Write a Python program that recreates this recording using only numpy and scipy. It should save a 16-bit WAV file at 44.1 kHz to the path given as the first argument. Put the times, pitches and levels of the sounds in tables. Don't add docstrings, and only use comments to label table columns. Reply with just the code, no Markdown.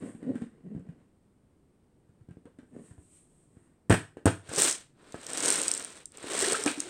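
import sys
import numpy as np
from scipy import signal
from scipy.fft import rfft, irfft
from scipy.io import wavfile
from scipy.ndimage import uniform_filter1d

SR = 44100
rng = np.random.default_rng(int(sys.argv[2]) if len(sys.argv) > 2 else 0)


def master_out(mix):
    frames = np.transpose(np.atleast_2d(mix))
    ceiling = np.clip(frames, -1, 1)
    pcm = np.round(ceiling * 32767).astype(np.int16)
    wavfile.write(sys.argv[1], SR, pcm)


N = 303849
TIME = np.arange(N) / SR


def from_db(db):
    return 10 ** (np.asarray(db) / 20)


def rms_one(x):
    return x / np.sqrt(np.mean(x ** 2) + 1e-20)


def peak_one(x):
    return x / (np.max(np.abs(x)) + 1e-20)


def add(track, start_s, sound):
    at = max(round(start_s * SR), 0)
    track[at:at + len(sound)] += sound[:N - at]


def band(x, low_hz, high_hz):
    edges = [low_hz, min(high_hz, .45 * SR)]
    return signal.sosfilt(signal.butter(2, edges, "band", fs=SR, output="sos"), x)


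def equalise(x, curve, size=4096):
    hz, db = np.transpose(curve)
    grid = np.maximum(np.arange(size // 2 + 1) * SR / size, 1)
    cepstrum = irfft(np.log(from_db(np.interp(np.log(grid), np.log(hz), db))))
    cepstrum[1:size // 2] *= 2
    cepstrum[size // 2 + 1:] = 0
    return signal.oaconvolve(x, irfft(np.exp(rfft(cepstrum))))[:N]


def grains(per_s, spread_db):
    sizes = from_db(spread_db * np.minimum(rng.exponential(1, N), 4))
    return rms_one((rng.random(N) < per_s / SR) * sizes * rng.choice([-1, 1], N))


def flutter(depth_db, per_s):
    knots = np.arange(0, N / SR + 1, 1 / per_s)
    return rms_one(from_db(depth_db * np.interp(TIME, knots, rng.standard_normal(N)[:len(knots)])))


def swell(full_s, hold_s, rise_db_per_s, fall_db_per_s, step=16):
    t = TIME[::step] - full_s
    down_db = rise_db_per_s * np.maximum(-t, 0) + fall_db_per_s * np.maximum(t - hold_s, 0)
    return np.repeat(from_db(-np.minimum(down_db, 200)), step)[:N]


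# f/Hz, gain/dB
AIR_EQ = [(20, -10), (45, -4.5), (130, -1), (330, -5.5), (600, -17), (1500, -28), (4000, -38.5),
          (8000, -43), (11000, -35), (15000, -69.5)]

def room_tone():
    return from_db(-65.5) * rms_one(equalise(rng.standard_normal(N), AIR_EQ))


def bedroom(x, wet_db, build_s, mid_t60=0.28):
    t = TIME[:20000]
    zones = [(220, 536, 0.21), (986, 10300, mid_t60), (3480, .45 * SR, 0.24)]   # low/Hz, high/Hz, t60/s
    tail = sum(band(rng.standard_normal(len(t)), low, high) * from_db(-60 * t / t60)
               for low, high, t60 in zones)
    tail *= 1 - np.exp(-(t / build_s) ** 2)
    return x + from_db(wet_db) * signal.oaconvolve(x, tail / np.linalg.norm(tail))[:N]


# t/s, hold/s, level/dB
GRAZES = [(0.055, .035, -58.5), (0.368, 0.05, -69), (2.857, .02, -60.5), (3.03, .07, -65.5),
          (3.138, 0.035, -59), (3.3, 0.14, -70), (3.517, 0.14, -74)]
# f/Hz, gain/dB
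SKIN_EQ = [(200, -24), (1000, -9.5), (3000, -6), (5000, -12.5), (8000, 0.5), (11000, 1.5), (15000, -10.5)]

def brush():
    gestures = [from_db(db) * swell(s, hold, rise_db_per_s=120, fall_db_per_s=127)
                for s, hold, db in GRAZES]
    hiss = rms_one(equalise(grains(per_s=39000, spread_db=-4), SKIN_EQ))
    return from_db(-7) * np.max(gestures, axis=0) * hiss


# centre t/s, level/dB, f/Hz, half-length/s
SQUEAKS = [(0.02, -36.5, 283, 0.022), (0.301, -24.5, 247.5, 0.023), (.67, -37, 183, 0.024),
           (0.722, -35, 202.2, .018), (2.472, -51, 472, .014), (2.794, -45.5, 253.8, 0.031),
           (4.586, -25.5, 412.6, 0.011), (6.32, -35.5, 398, .025), (6.445, -28, 1880, 0.0057),
           (6.482, -27, 426, .009), (6.549, -23.5, 1413, 0.0057), (6.598, -31, 425, .008),
           (6.679, -21.5, 2492, 0.0025), (6.872, -40.5, 375.4, 0.02)]

def creaks(waver=0.091, octave_db=-13.5):
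    out = np.zeros(N)
    for s, db, hz, half_length in SQUEAKS:
        t = TIME[:int(6 * half_length * SR)]
        middle = t[-1] / 2
        wander = rms_one(uniform_filter1d(rng.standard_normal(len(t)), int(2 * SR / hz)))
        phase = 2 * np.pi * hz * np.cumsum(1 + waver * wander) / SR
        tone = np.sin(phase) + from_db(octave_db) * np.sin(2 * phase)
        envelope = np.exp(-((t - middle) / half_length) ** 2)
        add(out, s - middle, from_db(db - 1.5) * envelope * tone)
    return out


# f/Hz, level/dB, t60/s at damping 1
TUB_MODES = [(95, -17, 0.34), (105, -3.5, 0.12), (110, -13.5, 0.27), (149.4, -18, 0.36),
             (176.5, -9.5, 0.22), (269, -8, 0.09), (299.7, -4.5, 0.08), (344.4, -10, 0.14),
             (422, -11, 0.092), (473.5, -12.5, 0.037), (648, -14, 0.049), (715, -19, 0.045),
             (976, -16.5, 0.033)]

def tub_ring(damping):
    hz, db, t60 = np.transpose(TUB_MODES)[:, :, None]
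    t = TIME[:16384]
    spot_db = rng.normal(0, 1.5, db.shape)
    return np.sum(from_db(db + spot_db - 60 * t * damping / t60) * np.sin(2 * np.pi * hz * t), axis=0)


def rubbed_wall(slips, curve, damping, ring_db):
    ring = rms_one(signal.oaconvolve(slips, np.diff(tub_ring(damping)))[:N])
    return rms_one(equalise(slips + from_db(ring_db) * ring, curve))


# t/s, hold/s, groan/dB, rasp/dB
LID_PRESSES = [(0.022, 0.07, -36.5, -54.5), (0.227, .015, -42.5, -61.5), (0.286, 0.017, -29.5, -59),
               (0.358, 0.073, -44, -60.5), (0.538, 0.073, -55, -73), (0.667, 0.14, -46.5, -71),
               (0.867, 0.052, -50, -72), (0.99, 0.03, -57.5, -70.5), (2.745, 0.045, -42, -65.5),
               (2.852, 0.054, -55, -67), (3.563, 0.16, -68, -73.5)]
# f/Hz, width/Hz, level/dB
RIM_MODES = [(1090, 160, 6.5), (1830, 150, 2), (2640, 260, -6), (3740, 42, -6.5), (6500, 160, -15)]
# f/Hz, gain/dB
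GROAN_EQ = [(50, -49), (110, -5), (190, 6.5), (255, 8), (330, -4.5), (480, -3), (750, -16), (1500, -60.5)]
RASP_EQ = [(80, -36), (400, -24.5), (1500, 6), (3000, -8), (5000, -36), (15000, -34)]

def lid():
    groan_gain, rasp_gain = sum(
        from_db(levels_db)[:, None] * swell(s, hold, rise_db_per_s=420, fall_db_per_s=256.5)
        for s, hold, *levels_db in LID_PRESSES)
    slips = grains(per_s=700, spread_db=3.5)
    groan = rubbed_wall(slips, GROAN_EQ, damping=2.1, ring_db=-14.5)
    grit = slips + grains(per_s=3500, spread_db=3.5)
    sing = sum(from_db(db) * signal.lfilter(*signal.iirpeak(hz, hz / width, fs=SR), grit)
               for hz, width, db in RIM_MODES)
    rasp = rms_one(sing) + rms_one(equalise(grit, RASP_EQ))
    return from_db(-6.5) * groan_gain * groan + from_db(-10) * rasp_gain * rasp


# f/Hz, gain/dB
CLACK_EQ = [(80, -7), (300, 2), (700, 5), (1100, -5), (1600, 3.5), (2100, -7.5), (2900, -9), (4500, -20),
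            (15000, -37)]
TICK_EQ = [(200, -45), (1500, -29), (4000, -6), (8500, 4.5), (15000, 4.5)]

def hits(rows, damping, ring_trim_db, clack_t60, tick_trim_db, tick_t60, clack_trim_db=-1.5):
    out = np.zeros(N)
    for s, flex_db, flex_hz, flex_t60, ring_db, clack_db, tick_db in rows:
        ring = tub_ring(damping)
        t = TIME[:len(ring)]
        attack = 1 - np.exp(-4 * t * flex_hz)
        flex = attack * from_db(-60 * t / flex_t60) * np.sin(2 * np.pi * flex_hz * t)
        add(out, s, from_db(flex_db) * peak_one(flex))
        add(out, s, from_db(ring_db + ring_trim_db) * peak_one(ring))
        for db, t60, curve in [(clack_db + clack_trim_db, clack_t60, CLACK_EQ),
                               (tick_db + tick_trim_db, tick_t60, TICK_EQ)]:
            burst = equalise(rng.standard_normal(len(t)) * from_db(-60 * t / t60), curve)
            add(out, s, from_db(db) * peak_one(burst))
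    return out


# t/s, flex level/dB, flex f/Hz, flex t60/s, clack/dB
BUMPS = [(0.036, -30.5, 260, 0.028, -58), (0.148, -36, 215, 0.049, -52), (0.2285, -33, 265, 0.027, -48),
         (0.355, -28, 234, 0.061, -41.5), (0.4191, -26, 220, 0.049, -44), (0.749, -29, 211, 0.023, -56),
         (0.763, -29.5, 174, .05, -64), (0.795, -35, 173, 0.045, -58), (0.889, -34.5, 158.5, 0.065, -56),
         (2.092, -48, 127, .03, -67), (2.21, -49, 114, 0.069, -65), (2.287, -37, 166, 0.012, -59),
         (2.309, -38.5, 144, 0.027, -57.5), (2.37, -37, 200, 0.0075, -65), (2.455, -40.5, 264, 0.015, -53),
         (2.587, -41, 257, 0.036, -51.5), (2.631, -45, 276, 0.0058, -62), (2.91, -39.5, 110, 0.023, -56),
         (2.98, -42.5, 80.6, 0.064, -61), (3.569, -40.5, 164, 0.011, -62), (4.17, -30.5, 397, 0.0092, -47),
         (4.49, -38.5, 120, 0.035, -38.5), (4.516, -29.5, 490, 0.0075, -49.5),
         (4.574, -36.5, 150, 0.07, -46), (5.1439, -23, 427, 0.0032, -39.5), (6.242, -31, 380, 0.011, -58),
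         (6.425, -23, 403, 0.046, -30), (6.521, -23, 420, 0.033, -24.5), (6.661, -18.5, 304, 0.046, -20.5),
         (6.776, -32.5, 296, 0.067, -48)]

def knocks(ring_db_per_octave=-14):
    rows = [(s, db, hz, t60, db + ring_db_per_octave * np.log2(hz / 100), clack_db, clack_db)
            for s, db, hz, t60, clack_db in BUMPS]
    return hits(rows, damping=0.38, ring_trim_db=-7, clack_t60=0.092, tick_trim_db=-5.5, tick_t60=0.014)


# t/s, flex level/dB, flex f/Hz, flex t60/s, ring/dB, clack/dB, tick/dB
PALM_HITS = [(3.897, -12.5, 177, 0.038, -38, -19, -21.5), (3.9048, -12.5, 422, 0.0078, -7.5, -13, -42),
             (3.9115, -31, 285, 0.015, -31, -16, -23), (3.924, -13.5, 206, 0.027, -34, -13.5, -21.5),
             (3.9405, -17, 268, 0.013, -29, -16, -24), (4.2565, -13, 263, 0.034, -15, -16, -16.5),
             (4.267, -9, 460, 0.002, -13.5, -23, -36.5), (4.276, -17, 283, 0.0066, -23, -16, -45)]

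def slaps():
    return hits(PALM_HITS, damping=0.96, ring_trim_db=0.5, clack_t60=0.076,
                tick_trim_db=-1.5, tick_t60=0.06)


# start t/s, full speed t/s, hold/s, stop t/s, rise/(dB/s), fall/(dB/s),
# friction/dB, wall drone/dB, fibre crackle/dB
DRAG_STROKES = [(4.4, 4.595, .095, 4.927, 229, 219, -32, -32.5, -18),
                (5.004, 5.487, 0.013, 6.014, 72.5, 45, -34.5, -32.5, -22.5),
                (6.14, 6.378, 0.13, 6.65, 108, 81, -34, -33.5, -25.5),
                (6.669, 6.676, 0.013, 6.78, 260, 210, -35, -30, -29.5),
                (6.774, 6.78, 0.025, 7.07, 198, 40, -48.5, -47.5, -41)]

def drag_envelopes(stick_db_per_s=304, drone_lead_s=0.021, crackle_power=1.327):
    creep_db = [-67.5, -57.5, -68.5]
    gains = from_db(creep_db)[:, None] * swell(5, 1, stick_db_per_s, stick_db_per_s)
    for start, full, hold, stop, rise, fall, *levels_db in DRAG_STROKES:
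        loose = swell(start, stop - start, stick_db_per_s, stick_db_per_s)
        speed = swell(full, hold, rise, fall)
        load = swell(full - drone_lead_s, hold, rise, fall)
        stroke = from_db(levels_db)[:, None] * loose * [speed, load, speed ** crackle_power]
        gains = np.maximum(gains, stroke)
    return gains


# f/Hz, gain/dB
DRONE_EQ = [(40, -37.5), (130, -12), (250, -3.5), (400, -0.5), (560, -0.5), (800, -7.5), (1500, -4.5),
            (4000, -53)]
FRICTION_EQ = [(60, -37), (250, -24.5), (600, -0.5), (1200, 1), (1650, 6.5), (2600, 4.5), (4000, 4.5),
               (7000, -13.5), (15000, -6)]
FIBRE_EQ = [(200, -50), (1500, -41), (3500, -15.5), (5500, 3), (8500, 1.5), (11000, -4.5), (15000, -7)]

def carpet_drag(friction, drone, crackle):
    catching = flutter(depth_db=2, per_s=130)
    slips = grains(per_s=1500, spread_db=0.5)
    wall = from_db(-3.5) * drone * rubbed_wall(slips, DRONE_EQ, damping=1.7, ring_db=-15)
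    hiss = from_db(-0.5) * friction * rms_one(equalise(grains(per_s=6000, spread_db=3), FRICTION_EQ))
    clumps = sum(band(grains(per_s=160, spread_db=5.5), hz / 1.13, hz * 1.09)
                 for hz in np.geomspace(3500, 13000, num=6))
    fibres = equalise(grains(per_s=2600, spread_db=4.5), FIBRE_EQ)
    pile = crackle * (from_db(-11) * rms_one(fibres) + from_db(-18.5) * rms_one(clumps))
    fizz_gain = from_db(-12.5) * crackle * (crackle / crackle.max()) ** 1.3
    fizz = fizz_gain * rms_one(band(grains(per_s=340, spread_db=-5.5), 11200, 16000))
    return catching * (wall + hiss + pile + fizz)


def small_tufts(crackle, per_s=28, above_crackle_db=3, spread_db=3.5):
    chance, size = rng.random(N), rng.standard_normal(N)
    crackling = crackle > crackle.max() / 100
    at = np.flatnonzero(crackling & (chance < per_s / SR))
    return list(zip(TIME[at], 20 * np.log10(crackle[at]) + above_crackle_db + spread_db * size[at]))


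# t/s, level/dB
BIG_TUFTS = [(4.4925, -38), (4.561, -16.5), (4.6197, -9.5), (4.6743, -21), (5.1225, -36.5), (5.2664, -23),
             (5.3023, -29), (5.333, -23.5), (5.3735, -16.5), (5.3798, -21), (5.4044, -20), (5.4585, -15),
             (5.503, -11), (5.5233, -16), (5.5863, -24), (5.616, -16.5), (5.6343, -20), (5.681, -12.5),
             (5.7146, -14), (5.7381, -18), (5.7491, -22), (5.7768, -19.5), (5.7966, -24), (5.847, -26),
             (6.0562, -28.5), (6.12, -41), (6.1721, -33.5), (6.2274, -37), (6.3658, -27), (6.3902, -22),
             (6.4114, -16), (6.424, -16), (6.4658, -20.5), (6.5212, -16), (6.5315, -15.5), (6.6374, -21),
             (6.6608, -16.5), (6.7138, -24), (6.8027, -17.5)]

def tuft_snaps(crackle, decay_s=0.00053, centre_hz=7230, edge_ratio=1.43):
    tufts = list(BIG_TUFTS) + small_tufts(crackle)
    out, t = np.zeros(N), TIME[:512]
    decay = np.exp(-t / decay_s)
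    bursts = rng.standard_normal((len(tufts), len(t))) * t * decay
    bodies = band(bursts, centre_hz / edge_ratio, centre_hz * edge_ratio)
    clicks = band(bursts * decay, 10000, 14500)
    for (s, db), body, click in zip(tufts, bodies, clicks):
        add(out, s, from_db(db - 0.5) * (peak_one(body) + from_db(-3) * peak_one(click)))
    return out


def scene():
    palms, fingers = slaps(), knocks()
    rubbing = lid() + brush() + creaks()
    far = bedroom(palms, wet_db=-7, build_s=0.0088) + bedroom(rubbing, wet_db=-9, build_s=0.0092)
    far += bedroom(fingers, wet_db=-3, build_s=0.0054, mid_t60=0.32)
    friction, drone, crackle = drag_envelopes()
    carpet = tuft_snaps(crackle) + carpet_drag(friction, drone, crackle)
    near = bedroom(carpet, wet_db=-15, build_s=0.0015)
    low_cut = signal.butter(3, 66, "high", fs=SR, output="sos")
    return (signal.sosfilt(low_cut, far + near) + room_tone())[None]


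# f/Hz, gain/dB
MIC_EQ = [(4000, 0.5), (6500, 0.5), (7700, 6.5), (8450, 12.5), (9200, 5.5), (10300, -8), (12500, -14.5),
          (15500, -19.5)]

def record(dry):
    heard = equalise(dry[0], MIC_EQ) + from_db(-91.5) * rng.standard_normal(N)
    high_cut = signal.ellip(10, .2, 70, 15850, fs=SR, output="sos")
    return signal.sosfilt(high_cut, heard)[None]


dry = scene()
out = record(dry)
master_out(out)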